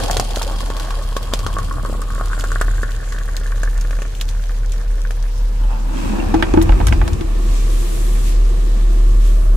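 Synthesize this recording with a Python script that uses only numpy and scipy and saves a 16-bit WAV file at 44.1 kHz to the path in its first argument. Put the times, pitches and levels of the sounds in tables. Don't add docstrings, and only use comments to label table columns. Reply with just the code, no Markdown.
import sys
import numpy as np
from scipy import signal
from scipy.io import wavfile

SR = 44100
rng = np.random.default_rng(int(sys.argv[2]) if len(sys.argv) > 2 else 0)


def volts_from_db(level):
    exponent = np.asarray(level, float) / 20
    return 10 ** exponent


def to_wav(s):
    ch = np.atleast_2d(s).T
    pcm = np.round(np.clip(ch, -1, 1) * 32767)
    wavfile.write(sys.argv[1], SR, pcm.astype(np.int16))


N = 421596
T = np.arange(N) / SR

# [f/Hz, level/dB]
HUM = [(0.0, -20.5), (1.15, -19), (1.3, -22.5), (1.8, -19.5), (2.8, -17), (3.0, -20.5), (3.88, -15),
       (4.13, -23.5), (4.25, -17), (5.75, -15.5), (6.0, -20), (6.6, -15.5), (7.15, -25), (7.3, -14.5),
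       (7.7, -12), (7.9, -13.5), (8.7, -9.5), (9.56, -8.5)]
MOTOR_LINES = [(74, -61), (113, -63), (487, -51)]
HUM_HZ, HUM_WAVER_DB = 37.24, 1.47
# [t/s, level/dB]
THUDDING = [(0.0, -31), (1.0, -34.5), (1.4, -28.5), (2.0, -31), (2.65, -32), (3.3, -34.5), (5.8, -37),
            (6.12, -28), (6.5, -25.5), (6.9, -15), (7.2, -25), (7.35, -31.5), (9.56, -32)]
# [t/s, peak level/dB]
THUMPS = [(1.201, -51), (1.345, -24), (6.456, -16), (6.558, -12), (6.687, -8), (6.807, -8), (6.89, -7.5),
          (6.972, -7)]
# [f/Hz, level/dB, t60/s]
COUNTER = [(43.5, 4, 0.47), (63.2, -7, 0.86), (84.2, -7.5, 0.39)]
THUD_LUMPS_DB = 2
# [f/Hz, level/dB]
ROOM_COLOUR = [(26, -61), (45, -6), (67, -27), (92, -13.5), (271, -35.5), (432, -22.5), (488, -35.5),
               (760, -29.5), (1510, -37), (2300, -39), (6140, -43.5), (13500, -50.5), (16000, -49)]
ROOM_DB = -39.5
# [f/Hz, correlation/1]
LIKENESS = [(60, 1), (130, 0.98), (290, 0), (640, 0), (3000, 0)]

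# [t/s, level/dB]
HISS = [(5.4, -58), (5.9, -46.5), (5.98, -38.5), (6.35, -44.5), (6.9, -40.5), (7.1, -45.5), (7.4, -42.5),
        (7.55, -35), (7.685, -38), (7.705, -36), (8.15, -36.5), (8.22, -37.5), (8.28, -33), (8.38, -41.5),
        (9.2, -42.5), (9.26, -36.5), (9.31, -40), (9.56, -49)]
HISS_TREBLE = [(5.4, -28), (7.68, -22), (7.7, -4), (8.0, -0.5), (8.3, -5), (8.4, -37), (9.56, -1)]
# [f/Hz, level/dB]
HISS_COLOUR = [(1290, 7), (2200, -1.5), (2830, 9), (4380, -0.5), (6610, 4), (10400, -4.5), (15200, -14),
               (16000, -17), (16400, -35)]
HISS_FLICKER_DB = 0.7

# [t/s, deep level/dB, hollow level/dB]
SWING = [(5.2, -60, -57), (5.39, -56, -43.5), (5.71, -48.5, -37), (5.85, -44.5, -41.5), (6.0, -35, -31.5),
         (6.16, -33, -30), (6.54, -43, -34.5), (7.09, -39, -39), (7.3, -59, -45), (7.4, -65, -51)]
# [f/Hz, width/Hz, level/dB]
DEEP = [(202, 32, 1), (267, 73, -2.5), (333, 22, -1)]
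HOLLOW = [(570, 120, 1.5), (1720, 630, -6.5), (3900, 7600, -15.5)]
# [t/s, low f/Hz, high f/Hz, low level/dB, high level/dB]
SLOSH = [(5.2, 940, 2900, 8, -14), (5.55, 870, 2800, -2, -19), (5.72, 840, 2590, 9.5, -2.5),
         (5.87, 850, 2500, 7, -12), (6.02, 920, 2570, 4, -2.5), (6.2, 746, 2500, 6, -6.5),
         (6.5, 790, 2480, 4, -2.5), (7.4, 800, 2500, 3, -2)]
# [t/s, level/dB]
MURMUR = [(5.9, -39), (6.3, -27), (6.6, -23.5), (7.11, -29), (9.56, -32.5)]
# [f/Hz, width/Hz, level/dB]
BODY = [(189.7, 25.6, 2), (287, 139, -3), (338.7, 28.4, 5.5), (359, 28.6, 1.5), (489, 62, -6),
        (661, 47, -12.5), (1148, 160, -13), (1814, 100, -18)]
# [t/s, level/dB]
LATE_NOTE = [(9.0, -67), (9.25, -40.5), (9.56, -35.5)]
KETTLE_LAG_S, KETTLE_SHARED = 0.00114, 0.14

# [t/s, knock peak level/dB, body level/dB, knock f/Hz, clack level/dB]
KNOCKS = [(6.185, -24, -22, 810, -39), (6.341, -6.5, -9, 790, -28), (6.348, -17, -13, 760, -35),
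          (6.4251, -9, -11.5, 910, -8.5), (6.539, -10, -6, 570, -26), (6.574, -6, -5, 844, -26),
          (6.614, -20, -35, 930, -26.5), (6.693, -9.5, -18, 820, -23), (6.722, -15, -46, 1310, -20),
          (6.802, -12, -23, 685, -29), (6.812, -20, -32, 950, -28), (6.87, -16, -39, 1350, -19.5),
          (6.884, -37, -37, 554, -24), (6.925, -12, -20, 664, -13.5), (7.015, -11.5, -35, 820, -24),
          (7.078, -18, -45, 666, -23.5), (7.211, -40, -23, 552, -32.5)]
# [f/Hz, level/dB, t60/s]
SHELL = [(327, 3, 0.24), (348, -8, 0.13), (291, -5, 0.06), (206, -18, 0.22), (85.4, -5, 0.26)]
CLACK = [(1560, 9.5, 0.022), (2230, 3, 0.016), (1010, -10, 0.05), (2420, -19, 0.042)]
# [t/s, peak level/dB, centre f/Hz]
CRACKS = [(6.342, -23.5, 3300), (6.425, -33, 6000), (6.537, -27, 3600), (6.616, -20, 3320),
          (6.624, -22, 7200), (6.869, -14.5, 5570), (6.877, -28, 6450), (6.883, -22, 2960),
          (6.889, -29, 5500), (6.934, -29, 5000), (6.927, -32, 4200), (7.078, -24.5, 4500),
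          (7.132, -26, 3600), (7.209, -29, 3280)]
# [t/s, f/Hz, peak level/dB]
TICKS = [(5.635, 3020, -34), (5.97, 3220, -32), (6.16, 1770, -33), (6.161, 2300, -46), (6.192, 2330, -27),
         (6.2, 2700, -21), (6.285, 1700, -33)]

# [t/s, level/dB]
STREAM = [(0.0, 5.5), (0.23, 1.5), (0.86, 0), (1.28, -2.5), (1.53, 0), (1.79, -3), (2.1, -4), (2.45, -1),
          (2.88, -3.5), (3.61, -5), (4.0, -6), (4.15, -6.5), (4.76, -6.5), (5.08, -9), (5.5, -7)]
# [level at zero vigour at 0 s/dB, share of the vigour/1, change/(dB/s)]
LAYERS = [(-39.5, 1.35, 0), (-37.5, 1.8, -1.2), (-37.5, 1.6, -1.13), (-40, 1.66, 0), (-39.5, 1.27, -0.8)]
POURING_S, KETTLE_S, POUR_ENDS_S = (0, 5.7), (5.1, 9.6), 5.3
# [t/s, peak level/dB, f/Hz: puff centre is 1.07 f]
SPATTERS = [(0.036, -15, 4950), (0.0822, -18.5, 4680), (0.1111, -7.5, 6100), (0.169, -7, 3500),
            (0.198, -7, 4800), (0.3082, -19, 3300), (0.3592, -11.5, 3280), (0.4189, -13.5, 3280),
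            (0.429, -13.5, 4740), (0.52, -23, 3340), (0.605, -18, 3230), (0.7014, -21, 3400),
            (0.7674, -18, 3340), (0.798, -16.5, 3300), (0.832, -26, 3470), (0.846, -36, 3770),
            (0.9063, -19, 3000), (1.1667, -13, 3620), (1.2286, -21, 3250), (1.3364, -6, 3520),
            (1.3907, -18, 4300), (1.4654, -16.5, 3290), (1.5287, -25, 3260), (1.585, -20, 7400),
            (1.726, -26, 7200), (1.888, -37, 7300), (2.0172, -21, 7840), (2.2573, -22, 8950),
            (2.397, -18, 5400), (2.409, -19, 2980), (2.439, -20.5, 7100), (2.469, -39, 8050),
            (2.5174, -20.5, 6840), (2.613, -12, 7400), (3.1234, -23, 3700), (3.186, -25, 3480),
            (3.3663, -14, 3840), (3.6332, -18.5, 6205), (3.777, -23.5, 7000), (3.8113, -20, 5770),
            (3.9084, -23, 2330), (4.0195, -21.5, 2740), (4.1503, -25, 2920), (4.2005, -28, 2920),
            (4.2116, -11, 3280), (4.289, -20, 3550), (4.72, -22, 6850), (5.1076, -20.5, 2700),
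            (5.226, -26.5, 4330)]
# [f/Hz, width/Hz, level/dB]
GLAZE = [(3280, 36, 2), (3870, 21, -8), (4330, 97, -13), (4970, 50, -1), (5020, 24, -3)]
# [f/Hz, width/Hz, level/dB]
RIM = [(6570, 430, -5), (10400, 3700, -11.5)]
WHISTLE_HZ, WHISTLE_SAG_HZ_PER_S = 8320, 540
WALL_RING_DB = -3

# [t/s, f/Hz, strength/dB, wall ring/dB]
AIR = [(0, 696, 5.5, -25.5), (.25, 740, 4.5, -31.5), (.8, 840, -1.5, -22), (1.05, 970, -6, -28),
       (1.2, 975, -1.5, -28.5), (2.2, 1226, 1.5, -24.5), (2.7, 1550, -4, -25.5), (3.2, 1800, 6, -30),
       (4, 1900, 6.5, -38), (5.4, 1800, 5, -38)]
# [f/Hz, level/dB, t60/s]
MUG = [(1280, -7.5, 0.0053), (1550, 2, 0.013), (1710, 4, 0.0066), (1820, 2, 0.011)]
AIR_WIDTH_HZ, AIR_WIDENS = 244, 1.66
DIRECT_ON_WALL = 0.22
WALL_HZ, WALL_RISE_HZ_PER_S, WALL_DB = 1100, 3.1, 41.5
WALL_WANDER_HZ, WALL_WIDTH_HZ = 22, 58

# [t/s, peak level/dB, plop level/dB]
LUMPS = [(0.034, -21, -41), (0.098, -7.5, -52), (0.166, -11, -29), (0.168, -16, -20.5), (0.197, -4.5, -19),
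         (0.3705, -13, -23.5), (0.415, -9.5, -51), (0.511, -24, -24.5), (0.6066, -21, -46),
         (0.7021, -18, -24), (0.9069, -17, -43), (1.1656, -12, -21), (1.336, -10, -19.5),
         (1.3939, -21, -33), (1.4643, -9, -27.5), (1.5668, -15, -28), (1.5864, -14, -29),
         (1.711, -18.5, -43), (1.783, -28, -30), (1.834, -27, -37), (1.85, -21.5, -27.5),
         (1.897, -33, -27.5), (1.927, -37, -27), (1.95, -46, -30), (1.994, -38, -33), (2.0188, -27, -39),
         (2.103, -25, -63), (2.18, -23, -35), (2.2108, -19.5, -23.5), (2.3314, -19.5, -43),
         (2.3776, -27, -31), (2.4387, -18, -27), (2.5175, -17.5, -34), (2.558, -13, -28), (2.6126, -7, -21),
         (2.6818, -19, -32), (2.781, -23, -53), (2.832, -16.5, -27.5), (3.1235, -27, -50),
         (3.46, -24.5, -40), (3.5213, -21, -46), (3.633, -14.5, -28.5), (3.675, -22, -40),
         (3.8479, -24, -38), (3.908, -18.5, -34), (3.9297, -21.5, -38), (3.9885, -22.5, -33),
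         (4.0192, -19, -31), (4.495, -22.5, -54), (5.0509, -20.5, -47), (5.107, -22.5, -34),
         (5.239, -26, -42)]
# [t/s, f/Hz, peak level/dB]
FIRST_NOTES = [(0.006, 507, -17.5), (0.03, 730, -31), (0.058, 750, -30), (0.085, 806, -15),
               (0.108, 720, -13), (0.128, 705, -20), (0.148, 700, -20), (0.215, 640, -32),
               (0.305, 744, -19), (0.417, 855, -18), (0.466, 530, -18.5), (0.482, 567, -26),
               (0.394, 1290, -20), (0.51, 503, -25), (0.535, 1090, -27), (0.605, 1100, -23),
               (0.765, 1070, -26), (0.845, 593, -26.5), (0.905, 1560, -24), (0.906, 845, -23),
               (0.987, 542, -23.5), (0.99, 1710, -26), (0.62, 800, -29), (0.48, 835, -23)]
PLOP_HZ, PLOP_SPREAD_OCT = 546, 0.15
NOTE_DB, NOTE_FADE_DB_PER_S, NOTE_SPREAD_OCT = -34, 0.5, 0.455
DEEP_SWELL_S, DEEP_SWELL_WIDTH_S, DEEP_SWELL_DB = 1.86, 0.3, 8.5
SMALL_LUMP_DB, SMALL_PLOP_DB, SMALL_SPATTER_DB = -31, -44.5, -30.5
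SMALL_SPREAD_DB, SMALL_FOLLOWS = 5, 0.76


def rms_one(x):
    return x / np.sqrt(np.mean(x ** 2) + 1e-20)


def in_time(rows, fade=None):
    s, *columns = np.transpose(rows)
    return [np.interp(T, s, c, left=fade, right=fade) for c in columns]


def at_hz(points, hz):
    points = np.array(points)
    return np.interp(np.log(hz), np.log(points[:, 0]), points[:, 1])


def drift(rate_hz):
    r = np.exp(-80 * np.pi * rate_hz / SR)
    noise = rng.standard_normal(N // 40 + 2002)
    slow = signal.lfilter([1], [1, -2 * r, r * r], noise)[2000:]
    return np.interp(np.arange(N) / 40, np.arange(len(slow)), rms_one(slow))


def band(x, low_hz, high_hz):
    edges_hz = [low_hz, min(high_hz, .45 * SR)]
    return signal.sosfilt(signal.butter(2, edges_hz, "band", fs=SR, output="sos"), x + 1e-18)


def peak(hz, width_hz):
    r = np.exp(-np.pi * width_hz / SR)
    return (1 - r * r) / 2 * np.array([1, 0, -1]), [1, -2 * r * np.cos(2 * np.pi * hz / SR), r * r]


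def through(x, peaks, start_s, end_s):
    out, part = np.zeros(x.shape), slice(int(start_s * SR), int(end_s * SR))
    for k, (hz, width_hz, db) in enumerate(peaks):
        out[..., part] += (-1) ** k * volts_from_db(db) * signal.lfilter(*peak(hz, width_hz), x[..., part])
    return out


def gliding(x, hz, width_hz):
    out, state = np.zeros(x.shape), np.zeros((*x.shape[:-1], 2))
    for i in range(0, N, 512):
        block = x[..., i:i + 512]
        out[..., i:i + 512], state = signal.lfilter(*peak(hz[i], width_hz[i]), block, zi=state)
    return out


def ring(clicks, hz, t60_s):
    r, w = volts_from_db(-60 / (t60_s * SR)), 2 * np.pi * hz / SR
    return signal.lfilter([0, np.sin(w)], [1, -2 * r * np.cos(w), r * r], clicks + 1e-18)


def train(times_s, db):
    out = np.zeros(N)
    out[np.round(np.asarray(times_s) * SR).astype(int)] = volts_from_db(db)
    return out


def struck(s, db, modes):
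    scatter_db = rng.normal(0, 2, (len(s), len(modes)))
    out = 0
    for k, (hz, level_db, t60_s) in enumerate(modes):
        out = out + ring(train(s, db + level_db + scatter_db[:, k]), hz, t60_s)
    return out


def grains(per_s, spread_db):
    size = volts_from_db(spread_db * np.minimum(rng.exponential(1, N), 4))
    return (rng.random(N) < per_s / SR) * size * rng.choice([-1, 1], N)


def burst(clicks, t60_s, channels=()):
    envelope = signal.lfilter([1], [1, -volts_from_db(-60 / (t60_s * SR))], np.abs(clicks) + 1e-18)
    return envelope * rng.standard_normal((*channels, N))


def add(out, s, sound):
    i = round(s * SR)
    out[..., i:i + sound.shape[-1]] += sound[..., :N - i]


def bubble(hz, db, cycles, rise):
    t = np.arange(2000) / SR
    phase = 2 * np.pi * hz * t * (1 + rise * t * hz / cycles)
    return volts_from_db(db) * np.exp(-t * hz / cycles) * np.sin(phase)


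def puff(hz, db, t60_s, octaves):
    white = rng.standard_normal((3, 2400))
    noise = band(white[:2] + 0.76 * white[2], hz / 2 ** octaves, hz * 2 ** octaves)[:, 400:]
    t = np.arange(2000) / SR
    fade = volts_from_db(-60 * t / t60_s) * np.minimum(t / 0.00013, 1)
    return volts_from_db(db) * rms_one(noise * fade) * np.sqrt(np.mean(fade ** 2))


def banded_noise(spectrum, patchy_db, start_s):
    out, edges_hz = 0, 23.27 * 2 ** np.arange(0, 10, .5)
    first = int(start_s * SR)
    white = rng.standard_normal((2, 2, N - first))
    for k, (low_hz, high_hz) in enumerate(zip(edges_hz, edges_hz[1:])):
        hz = np.sqrt(low_hz * high_hz)
        if hz < spectrum[0][0]:
            continue
        mid, side = band(white[k % 2], low_hz, high_hz)
        alike = np.clip(at_hz(LIKENESS, hz), -1, 1)
        gain = volts_from_db(at_hz(spectrum, hz) + patchy_db * drift(16.0)[first:])
        out = out + gain * (np.sqrt(1 + alike) * mid + np.sqrt(1 - alike) * side * [[1], [-1]])
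    return np.pad(out / np.std(band(out, 102.0, 11300)), [(0, 0), (first, 0)])


def heard(x, lag_s, near_db, near_t60_s, far_db, far_t60_s):
    t = np.arange(16000) / SR
    near = volts_from_db(near_db - 60 * t / near_t60_s) * rng.standard_normal((2, len(t))) * (t > .0004)
    far_noise = band(rng.standard_normal((2, len(t))), 67, 11000)
    far = volts_from_db(far_db - 60 * t / far_t60_s) * far_noise * (t > .006)
    response = near + far
    response[0, 0] += 1
    response[1, round(abs(lag_s) * SR)] += 1
    return signal.fftconvolve(x[None], response, axes=1)[:, :N]


def room_air():
    return volts_from_db(ROOM_DB) * banded_noise(ROOM_COLOUR, patchy_db=2.5, start_s=0)


def hum():
    db, = in_time(HUM)
    phase = 2 * np.pi * np.cumsum(HUM_HZ + .5 * drift(3.35)) / SR
    tone = np.sqrt(2) * volts_from_db(db + HUM_WAVER_DB * drift(7.5)) * np.sin(phase)
    tone = tone + volts_from_db(-34.0) * np.roll(tone, 300) * [[1], [-1]]
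    for hz, line_db in MOTOR_LINES:
        tone = tone + np.sqrt(2) * volts_from_db(line_db + 1.2 * drift(0.46)) * np.sin(2 * np.pi * hz * T)
    return tone


def thudding():
    mid, side = band(band(rng.standard_normal((2, N)), 52.5, 105.5), 29.0, 253)
    stereo = rms_one(mid) * volts_from_db([[1.2], [-1.2]]) + volts_from_db(-13.5) * rms_one(side) * [[1], [-1]]
    rumble = volts_from_db(in_time(THUDDING)[0] + THUD_LUMPS_DB * drift(7.5)) * stereo
    return rumble + band(struck(*np.transpose(THUMPS), COUNTER), 30, 90)


def hissing():
    noise = banded_noise(HISS_COLOUR, patchy_db=HISS_FLICKER_DB, start_s=KETTLE_S[0])
    hiss = volts_from_db(in_time(HISS, fade=-99)[0]) * noise
    return hiss + volts_from_db(in_time(HISS_TREBLE)[0]) * band(hiss, 7700.0, SR / 2)


def kettle_swarm(per_s):
    x = np.array([grains(per_s, 2.3) for side in range(2)])
    return x + KETTLE_SHARED * np.array([np.interp(T - KETTLE_LAG_S, T, x[1]), 0 * T])


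def kettle_water():
    deep_db, hollow_db = in_time(SWING, fade=-99)
    murmur_db, = in_time(MURMUR, fade=-99)
    waves, bubbles = kettle_swarm(700.), kettle_swarm(1500.)
    deep = volts_from_db(deep_db + 7.0) * rms_one(band(through(waves, DEEP, *KETTLE_S), 150, 430))
    low_hz, high_hz, low_db, high_db = in_time(SLOSH)
    moving = volts_from_db(low_db) * gliding(waves, low_hz, np.full(N, 200.))
    moving = moving + volts_from_db(high_db) * gliding(waves[::-1], high_hz, np.full(N, 400.))
    cavity = through(waves, HOLLOW, *KETTLE_S) + moving * (T > KETTLE_S[0])
    hollow = volts_from_db(hollow_db - 3.0) * rms_one(band(cavity, 380, 4300))
    note = through(bubbles, [(630, 51.0, 0)], *KETTLE_S)
    note = volts_from_db(in_time(LATE_NOTE, fade=-99)[0]) * note / np.std(note[:, -SR:])
    murmur = volts_from_db(murmur_db - 3.5) * rms_one(band(through(bubbles, BODY, *KETTLE_S), 107, 2100))
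    return deep + hollow + note + murmur


def knocks():
    s, peak_db, body_db, knock_hz, clack_db = np.transpose(KNOCKS)
    shell, clack = struck(s, body_db + 0.5, SHELL), struck(s, clack_db - 3.5, CLACK)
    knock, crack = np.zeros(N), np.zeros((2, N))
    for k in range(len(s)):
        add(knock, s[k], bubble(knock_hz[k], peak_db[k], cycles=4.0, rise=0.0058))
        low_crack = puff(650.0, peak_db[k] - 6.5, t60_s=0.065, octaves=0.66)
        add(crack, s[k], low_crack * volts_from_db([[-4.0], [0.1]]))
        add(crack, s[k], puff(2000.0, clack_db[k], t60_s=0.012, octaves=0.6))
    for when, db, hz in CRACKS:
        add(crack, when, puff(hz, db, t60_s=0.017, octaves=0.9))
    for when, hz, db in TICKS:
        add(knock, when, bubble(hz, db, cycles=18.0, rise=0.003))
    shell = np.array([np.interp(T - .0007, T, shell), shell * volts_from_db(-2.5)])
    knock = heard(knock + clack, 0.00095, -23, 0.014, -45.0, 0.25)
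    knock = knock[::-1] * volts_from_db([[-6], [.3]])
    knock = knock + volts_from_db(-6.5) * clack * [[1], [0]]
    echo = volts_from_db(-20.5) * heard(crack[0], 0.0074, -3.5, 0.064, -32.0, 0.34)
    return shell + knock + crack + echo


def stream_levels():
    vigour_db = in_time(STREAM, fade=-99)[0]
    return [base_db + share * vigour_db + db_per_s * T for base_db, share, db_per_s in LAYERS]


def random_events(count):
    when, size, share = rng.random((count, 3)).T
    when = when ** 1.25 * POUR_ENDS_S
    vigour_db = np.interp(when, *np.transpose(STREAM))
    return when, SMALL_SPREAD_DB * (2 * size - 1) + SMALL_FOLLOWS * vigour_db, share


def spray():
    *_, coarse_db, fine_db = stream_levels()
    surge = volts_from_db(2.2 * drift(12))
    drops = burst(grains(450. * surge, 4.73), 0.0014, channels=(2,))
    drops = drops + 0.51 * surge * rng.standard_normal((2, N))
    early = np.interp(T, [0, 1.6, 2.2], [1, 1, .3])
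    coarse = rms_one(early * through(drops, GLAZE, *POURING_S) + volts_from_db(-7) * band(drops, 2600, 5800))
    whistle_db = np.interp(T, [1.3, 1.8, 4.0, 4.6], [-17, 0.5, 4.0, 2.5]) + 3.4 * drift(8.3)
    whistle_hz = WHISTLE_HZ - WHISTLE_SAG_HZ_PER_S * T
    whistle = volts_from_db(whistle_db) * gliding(drops, whistle_hz, np.full(N, 1000.0))
    fine = rms_one(whistle + through(drops, RIM, *POURING_S) + volts_from_db(-7.5) * band(drops, 4500, 10600))
    cracks = np.zeros((2, N))
    when, size_db, share = random_events(count=170)
    for s, db, hz in [*SPATTERS, *zip(when, SMALL_SPATTER_DB + size_db, 2800 * 3.5 ** share)]:
        add(cracks, s, puff(1.07 * hz, db - 6.5, t60_s=0.014, octaves=0.26))
        add(cracks, s, puff(5400.0, db - 3.0, t60_s=0.0024, octaves=1.8))
        add(cracks, s, puff(3300.0, db - 12.5, t60_s=0.065, octaves=1.42))
    wall = early * through(cracks, GLAZE, *POURING_S) + through(cracks, RIM, *POURING_S)
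    return volts_from_db(coarse_db) * coarse + volts_from_db(fine_db) * fine + cracks + volts_from_db(WALL_RING_DB) * wall


def gurgling(low_hz, high_hz, per_s, cycles):
    born = np.array([grains(per_s, 4.6) for side in range(2)])
    dealt = rng.integers(0, 6, N)
    out = 0
    for k, hz in enumerate(np.geomspace(low_hz, high_hz, 6)):
        out = out + ring(born * (dealt == k), hz, cycles / hz) * np.sqrt(hz)
    return rms_one(out)


def air_column(x):
    hz, strength_db, wall_db = in_time(AIR)
    air = gliding(x * volts_from_db(strength_db), hz, AIR_WIDTH_HZ * (hz / 1000) ** AIR_WIDENS)
    shake = (air + DIRECT_ON_WALL * x) * volts_from_db(wall_db)
    walls = sum(volts_from_db(db) * ring(shake, f_hz, t60_s) for f_hz, db, t60_s in MUG)
    lowest_hz = WALL_HZ + WALL_RISE_HZ_PER_S * T + WALL_WANDER_HZ * drift(8.8)
    lowest_drive = shake * np.interp(T, [.3, 1.15], [.55, 1])
    walls += volts_from_db(WALL_DB) * gliding(lowest_drive, lowest_hz, np.full(N, WALL_WIDTH_HZ))
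    return signal.sosfilt(signal.butter(4, 2050., fs=SR, output="sos"), air + walls)


def pour():
    deep_db, gurgle_db, air_db, *_ = stream_levels()
    small = grains(630.0 * volts_from_db(2.0 * drift(12)), 3.1)
    splash = burst(small, 0.0031) + 0.19 * rng.standard_normal(N)
    out = volts_from_db(air_db) * rms_one(air_column(splash))

    when, size_db, _ = random_events(count=520)
    random_lumps = [when, SMALL_LUMP_DB + size_db, SMALL_PLOP_DB + size_db]
    s, peak_db, plop_db = np.hstack([np.transpose(LUMPS), random_lumps])
    plop_hz = PLOP_HZ * 2 ** (PLOP_SPREAD_OCT * rng.standard_normal(len(s)))
    second_s = s + rng.uniform(0.00107, 0.00394, len(s))
    lumps = train(s, peak_db + 22.5) - train(second_s, peak_db + 16.5)
    out += air_column(lumps + volts_from_db(-19.0) * burst(lumps, 0.0083))
    for k in range(len(s)):
        add(out, s[k], bubble(plop_hz[k], plop_db[k] + 15.5, cycles=0.9, rise=0.043))

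    when, size_db, share = random_events(count=260)
    note_hz = np.interp(when, T, in_time(AIR)[0]) * 2 ** (NOTE_SPREAD_OCT * (2 * share - 1))
    note_db = NOTE_DB - NOTE_FADE_DB_PER_S * when + size_db
    for k in range(len(when)):
        add(out, when[k], bubble(note_hz[k], note_db[k], cycles=3.6, rise=0.042))
    for when, hz, db in FIRST_NOTES:
        add(out, when, bubble(hz, db, cycles=6.7, rise=0.024))

    swell_db = DEEP_SWELL_DB * np.exp(-((T - DEEP_SWELL_S) / DEEP_SWELL_WIDTH_S) ** 2)
    gurgle = volts_from_db(deep_db + swell_db) * gurgling(197.0, 331.0, 150., 24.0)
    gurgle = gurgle + volts_from_db(gurgle_db) * gurgling(480.0, 870.0, 250., 19.0)
    return heard(out, .0001, -31, 0.066, -32.0, 0.086) * volts_from_db(-3.0) + gurgle


def scene():
    background = room_air() + hum() + thudding() + hissing()
    return background + kettle_water() + knocks() + spray() + pour()


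def top_cut(x):
    return signal.sosfilt(signal.butter(12, 16510, fs=SR, output="sos"), x)


def record(dry):
    rounded = 1.235 * np.tanh(dry / 1.275)
    low_pass = signal.cheby2(12, 70, 16700, fs=SR, output="sos")
    finished = np.clip(signal.sosfilt(low_pass, rounded), -1, 1)
    return top_cut(finished)


dry = scene()
out = record(dry)
to_wav(out)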